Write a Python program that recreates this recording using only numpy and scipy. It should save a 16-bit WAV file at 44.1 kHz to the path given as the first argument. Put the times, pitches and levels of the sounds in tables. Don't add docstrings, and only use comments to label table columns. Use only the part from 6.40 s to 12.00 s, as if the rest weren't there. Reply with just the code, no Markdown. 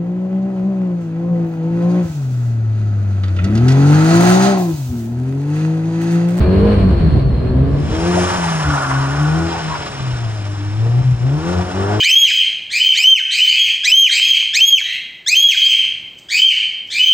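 import sys
import numpy as np
from scipy import signal
from scipy.fft import rfft, irfft, next_fast_len
from scipy.io import wavfile
from scipy.ndimage import uniform_filter1d, minimum_filter1d, map_coordinates

SR = 44100
rng = np.random.default_rng(int(sys.argv[2]) if len(sys.argv) > 2 else 0)


def wav_out(sig):
    wavfile.write(sys.argv[1], SR, np.round(np.clip(np.atleast_2d(sig).T, -1, 1) * 32767).astype(np.int16))


N = 246959
TIME = np.arange(N) / SR
LEFT_RIGHT = np.array([[1], [-1]])

# (time [s], turns per second [Hz])
ENGINE_SPEED = [(0.0, 87.36), (0.3, 104.9), (0.48, 92.6), (0.64, 79.28), (0.79, 69.47), (0.89, 62.5),
                (1.0, 61.18), (1.1, 62.8), (1.45, 73.87), (1.74, 89.66), (1.96, 89.1), (2.44, 67),
                (2.68, 68.47), (3.05, 83.64), (3.21, 81.1), (3.97, 52.58), (4.25, 49.6), (4.66, 65.03),
                (4.79, 58.03), (5.11, 89.25), (5.29, 90.16), (5.6, 108.2)]
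# (start [s], end [s], throttle opening [0-1], extra boom [dB], extra rasp [dB])
PEDAL_PUSHES = [(0.0, 0.25, 1.0, 0.5, 2.5), (0.978, 1.28, 0.94, -1, 1.5), (1.486, 1.858, 1.0, -7, 1.5),
                (2.226, 2.346, 0.94, -7, -2.5), (2.431, 2.793, .78, -7.5, -2),
                (2.757, 3.062, 0.89, 1, -0.5), (4.371, 4.597, 0.42, 1.5, 1.5), (4.594, 4.713, 0.1, 2, -4),
                (4.792, 4.9, 0.7, -2, 1), (4.87, 5.206, 0.75, -4.5, -0.5), (5.32, 5.698, 0.83, -7, -0.5)]
# (pitch [Hz], width [Hz], level [dB])
PIPE_RESONANCES = [(318, 80, 0.5), (410, 244, -4), (730, 337, -6), (1020, 210, -30.5)]
# (pitch [Hz], width [Hz], level [dB])
BOOM_RESONANCE = [(134.3, 82, 0.0082)]
BARK_RESONANCE = [(358, 285, 0.0057)]
# (time [s], length [s], order, depth [dB])
ORDER_FADES = [(.01, 0.057, 2, 14), (0.562, 0.03, 2, 28), (1, 0.14, 2, 5.5), (1.522, 0.076, 2, 9.5),
               (1.896, 0.028, 2, 14), (2.37, 0.011, 4, 16), (2.407, 0.037, 2, 12), (2.759, 0.019, 2, 4),
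               (2.92, 0.022, 4, 13), (3.118, 0.11, 2, 13.5), (3.461, 0.093, 2, 18), (4.635, .011, 2, 10),
               (4.777, 0.021, 2, 8.5), (5.021, 0.026, 2, 9), (5.16, 0.021, 4, 5), (5.283, 0.032, 2, 11),
               (5.323, 0.013, 4, 10), (5.472, 0.028, 2, 9)]
# (time [s], length [s], order, level [dB])
ORDER_SWELLS = [(0.263, 0.063, 4.5, -20), (1.182, 0.063, 4, -28.5), (3.025, 0.045, 4, -23.5),
                (3.97, 0.17, 12, -40.5), (4.2, 0.12, 6, -36), (4.456, 0.032, 8, -36),
                (4.54, 0.019, 6, -32.5), (5.093, 0.042, 6, -30.5), (5.195, 0.024, 1, -20.5),
                (5.381, 0.069, 3, -32)]
# (time [s], length [s], pitch [Hz], level [dB])
GROWLS = [(1.783, 0.011, 650, -16.5), (1.8, 0.13, 730, -40), (5.085, 0.014, 770, -29.5),
          (5.197, 0.0088, 730.4, -25.5), (5.511, 0.032, 751, -24)]
# (time [s], length [s], level [dB])
BURBLE_TIMES = [(2.284, 0.028, -20), (3.747, 0.016, -25), (4.63, 0.011, -27), (4.748, 0.026, -25)]

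# (time [s], body rumble [dB], engine bay roar [dB])
CABIN_LEVELS = [(0.0, -5, -26), (0.06, -13, -33.5), (0.32, -12.5, -30), (0.76, -9.5, -35), (0.94, -13, -38),
                (1.38, -13, -38.5), (1.7, -10, -49)]
# (pitch [Hz], width [Hz], level [dB])
CABIN_RESONANCES = [(240, 140, -5.5), (367, 100, -0.5), (446, 136, -1.5), (646, 83, -6.5), (1063, 230, -15),
                    (1660, 170, -20), (2360, 110, -23), (2930, 260, -26)]
# (pitch [Hz], width [Hz], level [dB])
BELT_RESONANCE = [(4280, 300, -48)]

# (time [s], distance [m])
TYRE_DISTANCE = [(1.3, 11.6), (1.85, 9.63), (2.4, 12.7), (3.1, 12.7), (3.8, 19.2), (4.72, 31.1),
                 (5.6, 20.5)]
# (start [s], end [s], scrub [dB], howl [dB], grit [dB], spray [dB])
TYRE_SKIDS = [(1.556, 2.134, -24.5, -51, -33, -37.5), (2.128, 2.52, -23.5, -22, -41, -41),
              (2.599, 2.937, -31.5, -28.5, -47, -47), (2.92, 3.482, -31, -38.5, -34, -51),
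              (4.864, 5.143, -24.5, -29.5, -30.5, -40.5), (5.23, 5.702, -22.5, -36, -33, -50)]
# (pitch [Hz], width [Hz])
TYRE_HOWLS = [(1200, 450), (1425, 170)]
# (time [s], length [s], pitch [Hz], level [dB])
TREAD_CHIRPS = [(2.046, 0.016, 897, -22), (3.15, 0.034, 811, -26), (3.332, 0.03, 1020, -27)]
# (time [s], length [s], level [dB])
STONE_SCRAPES = [(2.449, 0.0064, -21), (2.514, 0.0042, -20), (2.527, 0.004, -23), (3.36, 0.007, -24.5)]

# (frequency [Hz], level [dB])
RASP_SPECTRUM = [(30, -27.5), (80, 17.5), (400, 3), (900, -8.5), (3000, -38), (6000, -41)]
RUMBLE_SPECTRUM = [(20, -25.5), (42, 1), (70, 6.5), (105, 0), (190, -3.5), (300, -10.5), (480, -19),
                   (700, -23), (1500, -83)]
BAY_SPECTRUM = [(1050, -3.5), (2000, -11), (3000, -15), (3600, -20), (4400, -15.5), (4900, -27.5),
                (6400, -40), (9400, -36), (12500, -55.5)]
SCRUB_SPECTRUM = [(300, -21), (700, 7), (1200, 5), (1700, 2.5), (2200, -12), (3000, -38.5), (4500, -52)]
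SCRAPE_SPECTRUM = [(500, -24), (1000, 6.5), (1600, 2), (7000, -45)]
GRIT_SPECTRUM = [(800, -22.5), (1800, 9.5), (2900, 8), (4200, 2), (4750, -3.5), (5020, 7.5), (6300, -5.5),
                 (7600, -3), (8600, -13.5), (11500, -45)]
SPRAY_SPECTRUM = [(2500, -30), (4600, -4), (5350, 6), (8200, -0.5), (10500, -3), (11300, -11.5),
                  (12200, -41)]
# (frequency [Hz], side level minus mid level [dB])
STEREO_WIDTH = [(60, -27.5), (150, -8.5), (350, -17.5), (620, -2), (1250, 0), (1800, -8), (2700, 0),
                (10000, 2)]

# (base level [dB], added at full load [dB], added per doubling of speed [dB])
THROB_RULE, BOOM_RULE, BARK_RULE = (-42, 14, 22), (-18, 12, 0.93), (-43, 21.2, 0.5)
RASP_RULE, SNARL_RULE = (-35, 3.6, 6.7), (-42, 8.6, 14.3)
CRUISE_HZ = 75
CABIN_BOOM_DB, CABIN_LOAD = -14, 0.6
ODD_ORDER_DB, HALF_ORDER_DB = -3, -10
WHINE_ORDER, WHINE_STOPS_S = 67.7, 1.1
NEAR_M, ROLLING_DB = 10, (-31.5, -41.5, -34.5, -46.5)
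EAR_LAG_S = .0001


def exhaust(crank_hz, turns, inside):
    throb_db, boom_db, bark_db, rasp_db, snarl_db = engine_levels(crank_hz, inside)
    throb = undb(throb_db) * engine_order(turns, order=1, scatter=0.3, spread=.12)
    boom = undb(boom_db) * engine_order(turns, order=2, scatter=0.26, spread=0.17)
    bark = undb(bark_db) * engine_order(turns, order=4, scatter=0.25, spread=0.26, fade_rate=40)
    snarl = undb(snarl_db - 2.5 + 1.4 * inside) * overtones(crank_hz, turns, inside)
    puffs = 1 + 0.3 * np.cos(4 * np.pi * turns) + 0.31 * np.cos(2 * np.pi * turns)
    rasp = undb(rasp_db) * puffs * noise(RASP_SPECTRUM, direct=0.52)
    drones = sum(undb(db) * bump(s, length)
                 * engine_order(turns, order, scatter=0.5, spread=0.16, fade_rate=30)
                 for s, length, order, db in ORDER_SWELLS)
    return throb + boom + bark + snarl + rasp + drones + growls(crank_hz, turns) + burbles(turns)


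def engine_speed():
    return uniform_filter1d(curves(ENGINE_SPEED)[0], int(.09 * SR), mode="nearest")


def engine_levels(crank_hz, inside):
    pedal = np.array([envelope(start, end, attack_s=0.051, release_s=0.15)
                      for start, end, *_ in PEDAL_PUSHES])
    opening, extra_boom, extra_rasp = np.transpose(PEDAL_PUSHES)[2:]
    throttle = np.max(opening[:, None] * pedal, axis=0)
    load = throttle + CABIN_LOAD * inside * (1 - throttle)
    octaves = np.log2(crank_hz / CRUISE_HZ)
    rules = THROB_RULE, BOOM_RULE, BARK_RULE, RASP_RULE, SNARL_RULE
    throb, boom, bark, rasp, snarl = (db + load_db * load + octave_db * octaves
                                      for db, load_db, octave_db in rules)
    boom += 20 * np.log10(resonance_gain(2 * crank_hz, BOOM_RESONANCE))
    bark += 20 * np.log10(resonance_gain(4 * crank_hz, BARK_RESONANCE))
    boom = inside * CABIN_BOOM_DB + (1 - inside) * boom
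    lumps = 1.7 * (1 - throttle) ** 2 * walk(2 * CRUISE_HZ)
    boom += extra_boom @ pedal - echo_fade(2) + lumps
    harshness = extra_rasp @ pedal
    return throb, boom, bark - echo_fade(4), rasp + harshness, snarl + harshness


def echo_fade(order):
    return sum(depth * bump(s, length) for s, length, k, depth in ORDER_FADES if k == order)


def engine_order(turns, order, scatter, spread, fade_rate=14):
    paths = 1 + scatter * flutter(fade_rate) + 1j * spread * LEFT_RIGHT * walk(fade_rate / 2)
    return np.sqrt(2) * np.real(paths * np.exp(2j * np.pi * (order * turns + rng.random())))


def overtones(crank_hz, turns, inside):
    orders = np.r_[np.arange(3, 24) / 2, np.arange(12, 32)]
    snarl = 0
    for order in np.setdiff1d(orders, [2, 4]):
        db = 0 if order % 2 == 0 else ODD_ORDER_DB if order % 1 == 0 else HALF_ORDER_DB
        in_cabin = inside * resonance_gain(order * crank_hz, CABIN_RESONANCES)
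        in_pipe = (1 - inside) * resonance_gain(order * crank_hz, PIPE_RESONANCES)
        tone = engine_order(turns, order, scatter=.8, spread=0.8, fade_rate=17)
        snarl += undb(db) * (in_cabin + in_pipe) * tone
    return snarl


def growls(crank_hz, turns, width_hz=100):
    growl = 0
    for order in range(6, 10):
        ring = sum(undb(db) * bump(s, length) * resonance_gain(order * crank_hz, [(hz, width_hz, 0)])
                   for s, length, hz, db in GROWLS)
        growl += ring * engine_order(turns, order, scatter=0.7, spread=0.5, fade_rate=70)
    return 0.78 * growl


def burbles(turns):
    swell = sum(undb(db) * bump(s, length) for s, length, db in BURBLE_TIMES)
    shake = undb(-3) * noise([(25, -21), (60, 2.0), (135, 15), (220, -26), (2000, -56)])
    return swell * (engine_order(turns, order=1, scatter=0.3, spread=0.1) + shake)


def cabin(crank_hz, turns):
    rumble_db, bay_db = curves(CABIN_LEVELS)
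    rumble = undb(rumble_db - 4 + 2 * walk(25)) * noise(RUMBLE_SPECTRUM)
    boom = undb(rumble_db - 8.5) * ragged_tone(hz=67, width_hz=16, spread=.1)
    firings = 1 + 0.25 * np.cos(4 * np.pi * turns)
    roar = undb(bay_db - 0.5 + walk(30)) * firings * noise(BAY_SPECTRUM, grain_db=2)
    return rumble + boom + roar + drive_belt(crank_hz)


def tyres():
    scrub_db, howl_db, grit_db, spray_db = tyre_levels()
    judder = walk(60)
    scrub = undb(scrub_db + 0.8 * judder) * echoes(noise(SCRUB_SPECTRUM, grain_db=2.5, direct=1.0))
    squeals = sum(ragged_tone(hz * (1 + .015 * walk(14)), width, spread=0.25) for hz, width in TYRE_HOWLS)
    howl = undb(howl_db - 4) * squeals
    chirps = sum(undb(db) * bump(s, length) * ragged_tone(hz, width_hz=210, spread=0.6)
                 for s, length, hz, db in TREAD_CHIRPS)
    scrapes = sum(undb(db) * bump(s, length) for s, length, db in STONE_SCRAPES) * noise(SCRAPE_SPECTRUM)
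    grit = undb(grit_db + 0.97 * judder) * echoes(noise(GRIT_SPECTRUM, grain_db=1.5, direct=0.91))
    spray = undb(spray_db + 1.25 * walk(70)) * echoes(noise(SPRAY_SPECTRUM, grain_db=3.5, direct=.65))
    return scrub + echoes(howl) + chirps + scrapes + grit + spray


def tyre_levels():
    metres, = curves(TYRE_DISTANCE)
    rolling_power = undb(ROLLING_DB)[:, None] ** 2
    skid_power = sum(np.outer(undb(levels), envelope(start, end, attack_s=0.21, release_s=0.33)) ** 2
                     for start, end, *levels in TYRE_SKIDS)
    return 10 * np.log10(rolling_power + skid_power) - 20 * np.log10(metres / NEAR_M)


def drive_belt(crank_hz):
    belt_turns = np.cumsum(crank_hz) / SR
    whine_hz = WHINE_ORDER * crank_hz
    tone = engine_order(belt_turns, WHINE_ORDER, scatter=.8, spread=0.6, fade_rate=95)
    whine = undb(-1) * resonance_gain(whine_hz, BELT_RESONANCE) * tone
    (hz, width, db), = BELT_RESONANCE
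    above = np.clip(whine_hz / hz - 1, 0, .1) / .1
    hiss = undb(db) * above * ragged_tone(hz, width, spread=.8)
    return (whine + hiss) * envelope(0, WHINE_STOPS_S, attack_s=.02, release_s=.02)


def echoes(x, echo_db=-16, count=5):
    lags = (rng.uniform(.003, .025, count) * SR).astype(int)
    copies = sum(np.pad(x, ((0, 0), (lag, 0)))[:, :N] for lag in lags)
    return (x + undb(echo_db) * copies) / np.sqrt(1 + count * undb(echo_db) ** 2)


def noise(spectrum, grain_db=0, direct=0):
    size = next_fast_len(N)
    hz = np.arange(size // 2 + 1) * SR / size
    impacts = rng.standard_normal((2, size)) * undb(grain_db * rng.standard_normal(size))
    centre, diffuse = rfft(impacts)
    share = direct * np.tanh(10 * np.sin(2 * np.pi * hz * EAR_LAG_S))
    across = gain_at(hz, STEREO_WIDTH) * (np.sqrt(1 - share ** 2) * diffuse - 1j * share * centre)
    mid, side = irfft(np.array([centre, across]) * gain_at(hz, spectrum), size)[:, :N]
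    return (mid + LEFT_RIGHT * side) / mid.std()


def ragged_tone(hz, width_hz, spread):
    pure = np.exp(2j * np.pi * np.cumsum(np.full(N, hz)) / SR)
    return np.sqrt(2) * np.real(pure * (flutter(width_hz) + spread * LEFT_RIGHT * flutter(width_hz)))


def resonance_gain(hz, resonances):
    return sum(undb(db) / (1 + (2 * (hz - pitch) / width) ** 2) for pitch, width, db in resonances)


def flutter(rate):
    return (walk(rate) + 1j * walk(rate)) / np.sqrt(2)


def walk(rate):
    coarse = TIME[::16]
    points = map_coordinates(rng.standard_normal(8192), [coarse * rate + 2], order=2, mode="wrap")
    wobble = np.interp(TIME, coarse, points)
    return wobble / np.sqrt(np.mean(wobble ** 2))


def bump(s, length):
    return np.exp(-.5 * ((TIME - s) / length) ** 2)


def envelope(start, end, attack_s, release_s):
    return np.clip((TIME - start) / attack_s, 0, 1) * np.exp(-np.maximum(TIME - end, 0) / release_s)


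def curves(table):
    times, *columns = np.transpose(table)
    return [np.interp(TIME, times, column) for column in columns]


def gain_at(hz, spectrum):
    frequencies, db = np.transpose(spectrum)
    return undb(np.interp(np.log(hz + 1), np.log(frequencies), db))


def undb(db):
    return 10 ** (np.asarray(db) / 20)


def scene():
    inside = np.interp(TIME, [1.35, 1.75], [1, 0])
    outside = np.interp(TIME, [1.2, 1.55], [0, 1]) ** 2
    lean = undb(LEFT_RIGHT * 2.15 * outside / 2)
    crank_hz = engine_speed()
    turns = np.cumsum(crank_hz * (1 + 0.00777 * walk(70))) / SR
    return inside * cabin(crank_hz, turns) + outside * tyres() + lean * exhaust(crank_hz, turns, inside)


def record(dry):
    window = int(.006 * SR)
    gain = .9 / np.maximum(np.abs(dry).max(axis=0), .9)
    smooth_gain = uniform_filter1d(minimum_filter1d(gain, window), window)
    fade_in = np.minimum(np.arange(N) / window, 1)
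    treble_cut = signal.ellip(8, .2, 80, 11800, fs=SR, output="sos")
    return signal.sosfilt(treble_cut, dry * smooth_gain * fade_in)


dry = scene()
out = record(dry)
wav_out(out)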